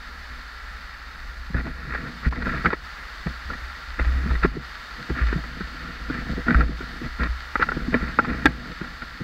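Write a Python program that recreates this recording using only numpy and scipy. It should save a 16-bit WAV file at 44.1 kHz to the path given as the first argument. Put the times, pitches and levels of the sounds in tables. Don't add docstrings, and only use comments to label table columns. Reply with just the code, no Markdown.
import sys
import numpy as np
from scipy import signal
from scipy.fft import rfft, irfft
from scipy.io import wavfile
from scipy.ndimage import uniform_filter1d

SR = 44100
rng = np.random.default_rng(int(sys.argv[2]) if len(sys.argv) > 2 else 0)


def gain_from_db(level_db):
    decades = np.asarray(level_db, float) / 20
    return 10 ** decades


def dump(signal):
    limited = np.clip(np.atleast_2d(signal).T, -1, 1)
    pcm = np.round(limited * 32767).astype(np.int16)
    wavfile.write(sys.argv[1], SR, pcm)


N = 407043
BIN_HZ = np.arange(N // 2 + 1) * SR / N

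# time_s, level_db
WATER_LEVEL = [
    (0.0, -52),
    (0.5, -51),
    (0.9, -51.5),
    (1.77, -53.5),
    (2.29, -50),
    (4.2, -50),
    (5.22, -49),
    (6.84, -49.5),
    (8.64, -50),
    (9.23, -51),
]
# time_s, level_db
SWING_LEVEL = [(0.0, -41.5), (0.36, -46), (0.72, -43.5), (1.03, -47), (1.31, -40.5), (1.82, -39),
               (2.11, -48), (2.47, -32), (2.88, -51), (3.52, -42), (3.8, -49), (4.32, -33), (4.9, -51.5),
               (6.45, -39.5), (7.38, -45.5), (7.89, -34.5), (8.4, -49), (9.23, -47)]
# start_s, peak_db, ring_down_t60_s
JOLTS = [(0.301, -31, 0.26), (1.393, -41, 0.51), (1.543, -15, 0.32), (1.909, -26, 0.42), (2.263, -6, 0.14),
         (2.659, -17, 0.13), (2.827, -32, 0.23), (3.269, -20, 0.2), (3.456, -26, 0.24), (3.621, -26, 0.29),
         (3.877, -28, 0.39), (3.999, -12, 0.27), (4.065, -13, 0.57), (4.149, -21, 0.71), (4.305, -15, 0.38),
         (4.429, -15.5, 0.22), (5.109, -14, 0.16), (5.213, -10, 0.59), (5.629, -25, 0.14),
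         (5.799, -36, 0.23), (6.01, -29.5, 0.54), (6.149, -38, 0.45), (6.296, -24.5, 0.43),
         (6.552, -5, 0.42), (7.048, -33, 0.63), (7.204, -12.5, 0.26), (7.289, -15, 0.23),
         (8.019, -21, 0.31), (8.295, -26.5, 1), (8.449, -18.5, 0.25)]
# start_s, shell_peak_db, body_peak_db, lid_peak_db, shell_tone_hz
KNOCKS = [(1.544, -20, -34, -50, 1680), (2.469, -18, -21.5, -39, 1460), (2.657, -6.5, -27, -44, 1576),
          (2.659, -9, -24, -28, 1950), (2.73, -15.5, -16, -35, 1300), (3.268, -21, -27.5, -49, 1870),
          (3.9951, -16.5, -18.5, -40, 1310), (4.4366, -20, -38, -32, 1300), (4.4508, -14.5, -18, -39, 1680),
          (6.482, -10, -29, -31, 1415), (6.5065, -9.5, -26, -31, 1490), (6.545, -9.5, -25, -35, 1540),
          (6.607, -12, -28, -33.5, 1390), (7.2337, -17, -27, -27, 1340), (7.5552, -7.5, -21.5, -37, 1370),
          (7.596, -26, -18, -47, 1390), (7.6247, -6, -30, -25, 1430), (7.6877, -12.5, -26, -49, 1380),
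          (7.7178, -15, -23, -51, 1410), (7.942, -8, -19, -31, 1860), (8.1879, -4.5, -13, -40, 1370),
          (8.4563, -0.5, -10.5, -15, 1610), (8.464, -4, -22, -30, 1610)]
# start_s, shell_peak_db, shell_tone_hz
TAPS = [(1.567, -23, 1500), (1.6666, -26.5, 1300), (1.9066, -35, 1420), (1.947, -18.5, 1640),
        (2.3252, -23.5, 1170), (2.36, -25.5, 1980), (2.4218, -19, 1370), (2.6478, -16, 1330),
        (2.704, -18, 1310), (3.502, -19.5, 1350), (3.532, -24.5, 1900), (4.047, -23, 1910),
        (4.308, -21.5, 1340), (4.352, -22, 1340), (5.0988, -21.5, 1940), (5.2098, -32, 1400),
        (5.327, -20.5, 1450), (5.438, -24, 1380), (5.6079, -23, 1387), (6.1, -24, 1340), (6.142, -26, 1640),
        (6.81, -27, 1330), (7.197, -22.5, 1346), (7.77, -24, 1350), (7.802, -27.5, 1460),
        (8.247, -19.5, 1330), (8.2817, -27, 1900), (8.8123, -25, 1417), (8.842, -29, 1390),
        (9.0199, -23, 1464)]
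# start_s, peak_db, pitch_hz
THUDS = [(1.5, -28, 175), (1.546, -17, 129.5), (1.661, -26, 156), (9.208, -23, 151), (2.262, -16, 154),
         (2.66, -15, 168), (3.261, -19, 154.3), (4.257, -19.5, 204), (4.447, -7, 262), (4.567, -22.5, 248),
         (5.102, -15.5, 136), (5.327, -17, 226.4), (5.356, -16, 160), (5.606, -22, 176), (6.099, -17, 244),
         (6.295, -21, 229), (6.378, -22, 245), (6.483, -15.5, 230), (6.615, -27, 220), (6.693, -23, 218),
         (6.806, -25.5, 253), (7.015, -24.5, 237), (7.196, -25, 170), (7.766, -16.5, 238),
         (7.876, -16, 149.4), (7.942, -12.5, 480), (8.027, -18.5, 160), (8.188, -22.5, 245),
         (8.455, -7.5, 300), (8.812, -19.5, 183)]
# start_s, end_s, shell_db, mount_db
SCUFFS = [(1.534, 1.623, -34.5, -30), (1.633, 1.719, -40.5, -35.5), (1.7, 1.925, -41.5, -46.5),
          (1.894, 1.998, -32, -48), (1.979, 2.108, -36.5, -36), (2.226, 2.288, -32, -35.5),
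          (2.295, 2.51, -39, -34.5), (2.444, 2.632, -29, -29.5), (2.634, 2.7, -28.5, -25.5),
          (2.698, 2.756, -29.5, -35), (3.484, 3.57, -43, -40.5), (3.982, 4.025, -29, -34.5),
          (4.024, 4.11, -38.5, -42), (4.086, 4.246, -39, -38), (4.23, 4.377, -37.5, -30.5),
          (4.423, 4.466, -21, -28), (5.143, 5.25, -30.5, -32.5), (5.247, 5.353, -34.5, -41),
          (6.085, 6.244, -34.5, -35.5), (6.459, 6.539, -28.5, -21.5), (6.523, 6.647, -30, -24.5),
          (7.02, 7.085, -39, -34.5), (7.186, 7.281, -28.5, -30.5), (7.594, 7.647, -23, -30),
          (7.919, 7.98, -29.5, -25), (7.972, 8.103, -33.5, -39), (8.064, 8.18, -40.5, -42.5),
          (8.176, 8.263, -37.5, -31.5), (8.257, 8.368, -33, -26), (8.355, 8.476, -38.5, -35)]
# start_s, end_s, mount_db
TUGS = [(0, 0.24, -64), (0.296, 0.417, -50), (1.06, 1.307, -62), (2.078, 2.25, -47), (3.264, 3.317, -37),
        (4.493, 4.624, -39.5), (4.956, 5.087, -45), (5.083, 5.129, -35), (5.325, 5.413, -34),
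        (5.407, 5.621, -42.5), (5.617, 6.13, -42.5), (6.251, 6.344, -30.5), (6.358, 6.424, -30),
        (6.617, 6.77, -38), (6.786, 6.85, -37), (6.845, 7.022, -43.5), (7.63, 7.922, -36.5),
        (8.44, 8.513, -27), (8.5, 8.688, -40.5), (8.65, 8.738, -37.5), (8.748, 9.007, -43.5),
        (9.015, 9.045, -38), (9.05, 9.197, -51), (1.874, 1.917, -40), (9.197, 9.248, -38)]
# start_s, depth_db
DUCKS = [
    (2.30, -4),
    (2.69, -3.5),
    (4.48, -4.5),
    (6.62, -3.5),
    (8.21, -1.5),
    (8.49, -1.5),
]
# start_s, end_s, depth_db
STALL = (2.2935, 2.309, -15)
# pitch_hz, width_hz, level_db
MOUNT = [(86, 22, -3), (131.6, 12.3, 5), (175, 34, 3), (244, 17.4, 6.5), (300, 50.6, -4), (494, 23.5, -5),
         (660, 33, -9)]
# pitch_hz, width_hz, level_db
SHELL = [(832, 12, -12.5), (1103, 204, -10), (1238, 220, -4.5), (1380, 76, 1.5), (1640, 120, -2),
         (1775, 154, -1), (1950, 128, -2), (2198, 125, -8), (2410, 326, -11), (2840, 260, -15.5)]
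# pitch_hz, width_hz, level_db
LID = [(2707, 280, -2.5), (3700, 165, 2.5), (4140, 200, 2), (4554, 290, 2), (5130, 230, -4),
       (6120, 370, -14.5), (7630, 290, -15.5)]
# pitch_hz, width_hz, level_db
BODY = [(382, 280, 5.5), (664, 250, -3), (960, 210, -4)]
# pitch_hz, width_hz, level_db
SEAM = [(3040, 980, 0)]
# frequency_hz, level_db
LEAK = [(20, -23), (45, -3), (90, -27.5), (300, -33.5), (700, -29), (1500, -20.5), (3200, -40.5),
        (5500, -39.5), (9000, -55)]
# frequency_hz, density_db
HISS = [(5000, -27), (8500, -2.5), (12500, -0.5), (14500, -17), (15700, -10.5)]
# pitch_hz, rms_db
WHINE = [(12963, -94), (13045, -92), (13127, -89), (13209, -80), (13291, -81), (13373, -92), (13455, -94),
         (14373, -94)]


def curve(table):
    s, *columns = np.transpose(table)
    return [np.interp(np.arange(N) / SR, s, column) for column in columns]


def unit(x):
    return x / np.sqrt(np.mean(x ** 2))


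def ring(x, modes, scatter_db=0.):
    out = 0
    for k, (hz, width_hz, db) in enumerate(modes):
        b, a = signal.iirpeak(hz, hz / max(width_hz, 5), fs=SR)
        gain = (-1) ** k * gain_from_db(db + scatter_db * rng.standard_normal())
        out = out + gain * signal.lfilter(b, a, x)
    return out


def dull(x, hz):
    return signal.sosfilt(signal.butter(4, hz, fs=SR, output="sos"), x)


def colour(x, points):
    hz, db = np.transpose(points)
    gain_db = np.interp(np.log(BIN_HZ + 1), np.log(hz), db, left=-80)
    return irfft(rfft(x) * gain_from_db(gain_db), N)


def walk(rate_hz):
    hold = int(SR / rate_hz)
    steps = np.repeat(rng.standard_normal(N // hold + 1), hold)
    return 1.203 * uniform_filter1d(uniform_filter1d(steps, hold), hold)[:N]


def grains(rate_hz, spread_db):
    hit = rng.random(N) < rate_hz / SR
    sign = rng.standard_normal(N)
    size = np.minimum(rng.exponential(size=N), 7.)
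    return unit(hit * sign * gain_from_db(spread_db * size))


def dips(spans, edge_s):
    t = np.arange(N) / SR
    db = sum(depth * ((t > start) & (t < end)) for start, end, depth in spans)
    return gain_from_db(uniform_filter1d(db, int(edge_s * SR)))


def waterfall(db):
    drops = grains(2500, spread_db=2.5) + 1.7 * rng.standard_normal(N)
    flicker = gain_from_db([.5 * walk(9), .6 * walk(14), .8 * walk(6)])
    shell = gain_from_db(9.0) * unit(ring(dull(drops, 4030), SHELL))
    lid = gain_from_db(0.86) * unit(ring(ring(drops, LID), [(4150, 11000, 0)]))
    leak = gain_from_db(40) * colour(rng.standard_normal(N), LEAK)
    seam_db = -9.5 + 1.9 * (db + 49.5)
    seam = gain_from_db(seam_db) * unit(ring(ring(drops, SEAM), SEAM))
    through_case = (flicker * [shell, lid, leak]).sum(axis=0)
    return gain_from_db(db) * (through_case + seam)


def circuit():
    hiss = gain_from_db(-73.5) * unit(colour(rng.standard_normal(N), HISS))
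    clock_s = np.cumsum(1 + .00035 * walk(.6) - .0002) / SR
    whine = 0
    for hz, db in WHINE:
        whine = whine + gain_from_db(db) * np.sqrt(2) * np.sin(2 * np.pi * (hz * clock_s + rng.random()))
    return hiss + whine


def mount_swing():
    restless = gain_from_db(curve(SWING_LEVEL)[0])
    size = restless.copy()
    for s, jolt_db, t60_s in JOLTS:
        start = int(s * SR)
        t = np.arange(N - start)[:SR] / SR
        onset = 1 - np.exp(-t / 0.0038)
        size[start:][:SR] += 0.58 * gain_from_db(jolt_db) * onset * gain_from_db(-60 * t / t60_s)
    spring_hz = 60.5 * (1 + .05 * walk(8.))
    spring_hz = spring_hz * (1 + 0.04367 * walk(25))
    swing = np.sqrt(2) * np.sin(2 * np.pi * np.cumsum(spring_hz) / SR)
    sway = unit(ring(rng.standard_normal(N), [(26, 13.8, 6), (48, 16.3, 3.5), (71.0, 25.0, -8.5)]))
    return size * swing + gain_from_db(-1.5) * np.sqrt(size * restless) * sway


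def slide(column):
    tug_shell_db = -12
    tugs = [(start, end, db + tug_shell_db, db) for start, end, db in TUGS]
    out = np.zeros(N + SR)
    for row in SCUFFS + tugs:
        a, b = int(row[0] * SR), int(row[1] * SR)
        swell = np.sin(np.pi * np.arange(b - a) / (b - a)) ** 0.6
        out[a:b] += gain_from_db(row[column]) * swell
    return out[:N]


def rubbing():
    grip = gain_from_db(1.0 * walk(80))
    drag = unit(ring(dull(grains(600, spread_db=1.5), 950) * grip, MOUNT))
    slips = grains(4000, spread_db=2.2) * grip
    scrape = unit(ring(dull(slips, 2480), SHELL))
    scrape = scrape + gain_from_db(-14.5) * unit(ring(dull(slips, 1100), BODY))
    scrape = scrape + gain_from_db(-22.5) * unit(ring(dull(slips, 4100), LID))
    mount_gain = gain_from_db(-58.5) + slide(column=3)
    return mount_gain * drag + slide(column=2) * scrape


def blow(contact_s, modes, peak_db, top_hz):
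    t = np.arange(SR // 10) / SR
    contact_s = np.clip(contact_s, .0005, .03)
    push = rng.standard_normal(len(t)) * np.exp(-(t / contact_s) ** 2)
    push[0] = 10
    sound = ring(dull(push, top_hz), modes, scatter_db=2.5)
    return gain_from_db(peak_db) * sound / np.abs(sound).max()


def knocks():
    out = np.zeros(N + SR)
    hard = [(*row, 0.0074) for row in KNOCKS]
    body_db, lid_db = -13.5, -17
    light = [(s, db, db + body_db, db + lid_db, hz, 0.01) for s, db, hz in TAPS]
    for s, shell_db, body_db, lid_db, hz, contact_s in hard + light:
        tap = blow(contact_s, [(900, 600, -9), (hz, 120, 9)] + SHELL, shell_db, 2400)
        tap = tap + blow(contact_s, [(2500, 300, 3), (3400, 200, 0)] + LID[1:4], lid_db, 5200)
        tap = tap + blow(contact_s, BODY, body_db, 1200)
        out[int(s * SR):int(s * SR) + len(tap)] += tap
    for s, db, hz in THUDS:
        thud = blow(0.0071, [(hz, 60, 11)] + MOUNT[1:5], db, 424)
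        out[int(s * SR):int(s * SR) + len(thud)] += thud
    return out[:N]


def scene():
    ducking = dips([(s, s + 0.14, db) for s, db in DUCKS], 1 / 30)
    steady = (waterfall(*curve(WATER_LEVEL)) + circuit()) * ducking
    contact = rubbing() + knocks()
    mix = mount_swing() + (steady + contact) * dips([STALL], 1 / 800)
    return mix[None]


def band_limit(x):
    return signal.sosfilt(signal.butter(12, 16480, fs=SR, output="sos"), x)


def record(dry):
    clipped = np.clip(dry, -.71, .71)
    top_cut = signal.ellip(10, .2, 60, 15750, fs=SR, output="sos")
    finished = signal.sosfilt(top_cut, clipped)
    return band_limit(finished)


dry = scene()
out = record(dry)
dump(out)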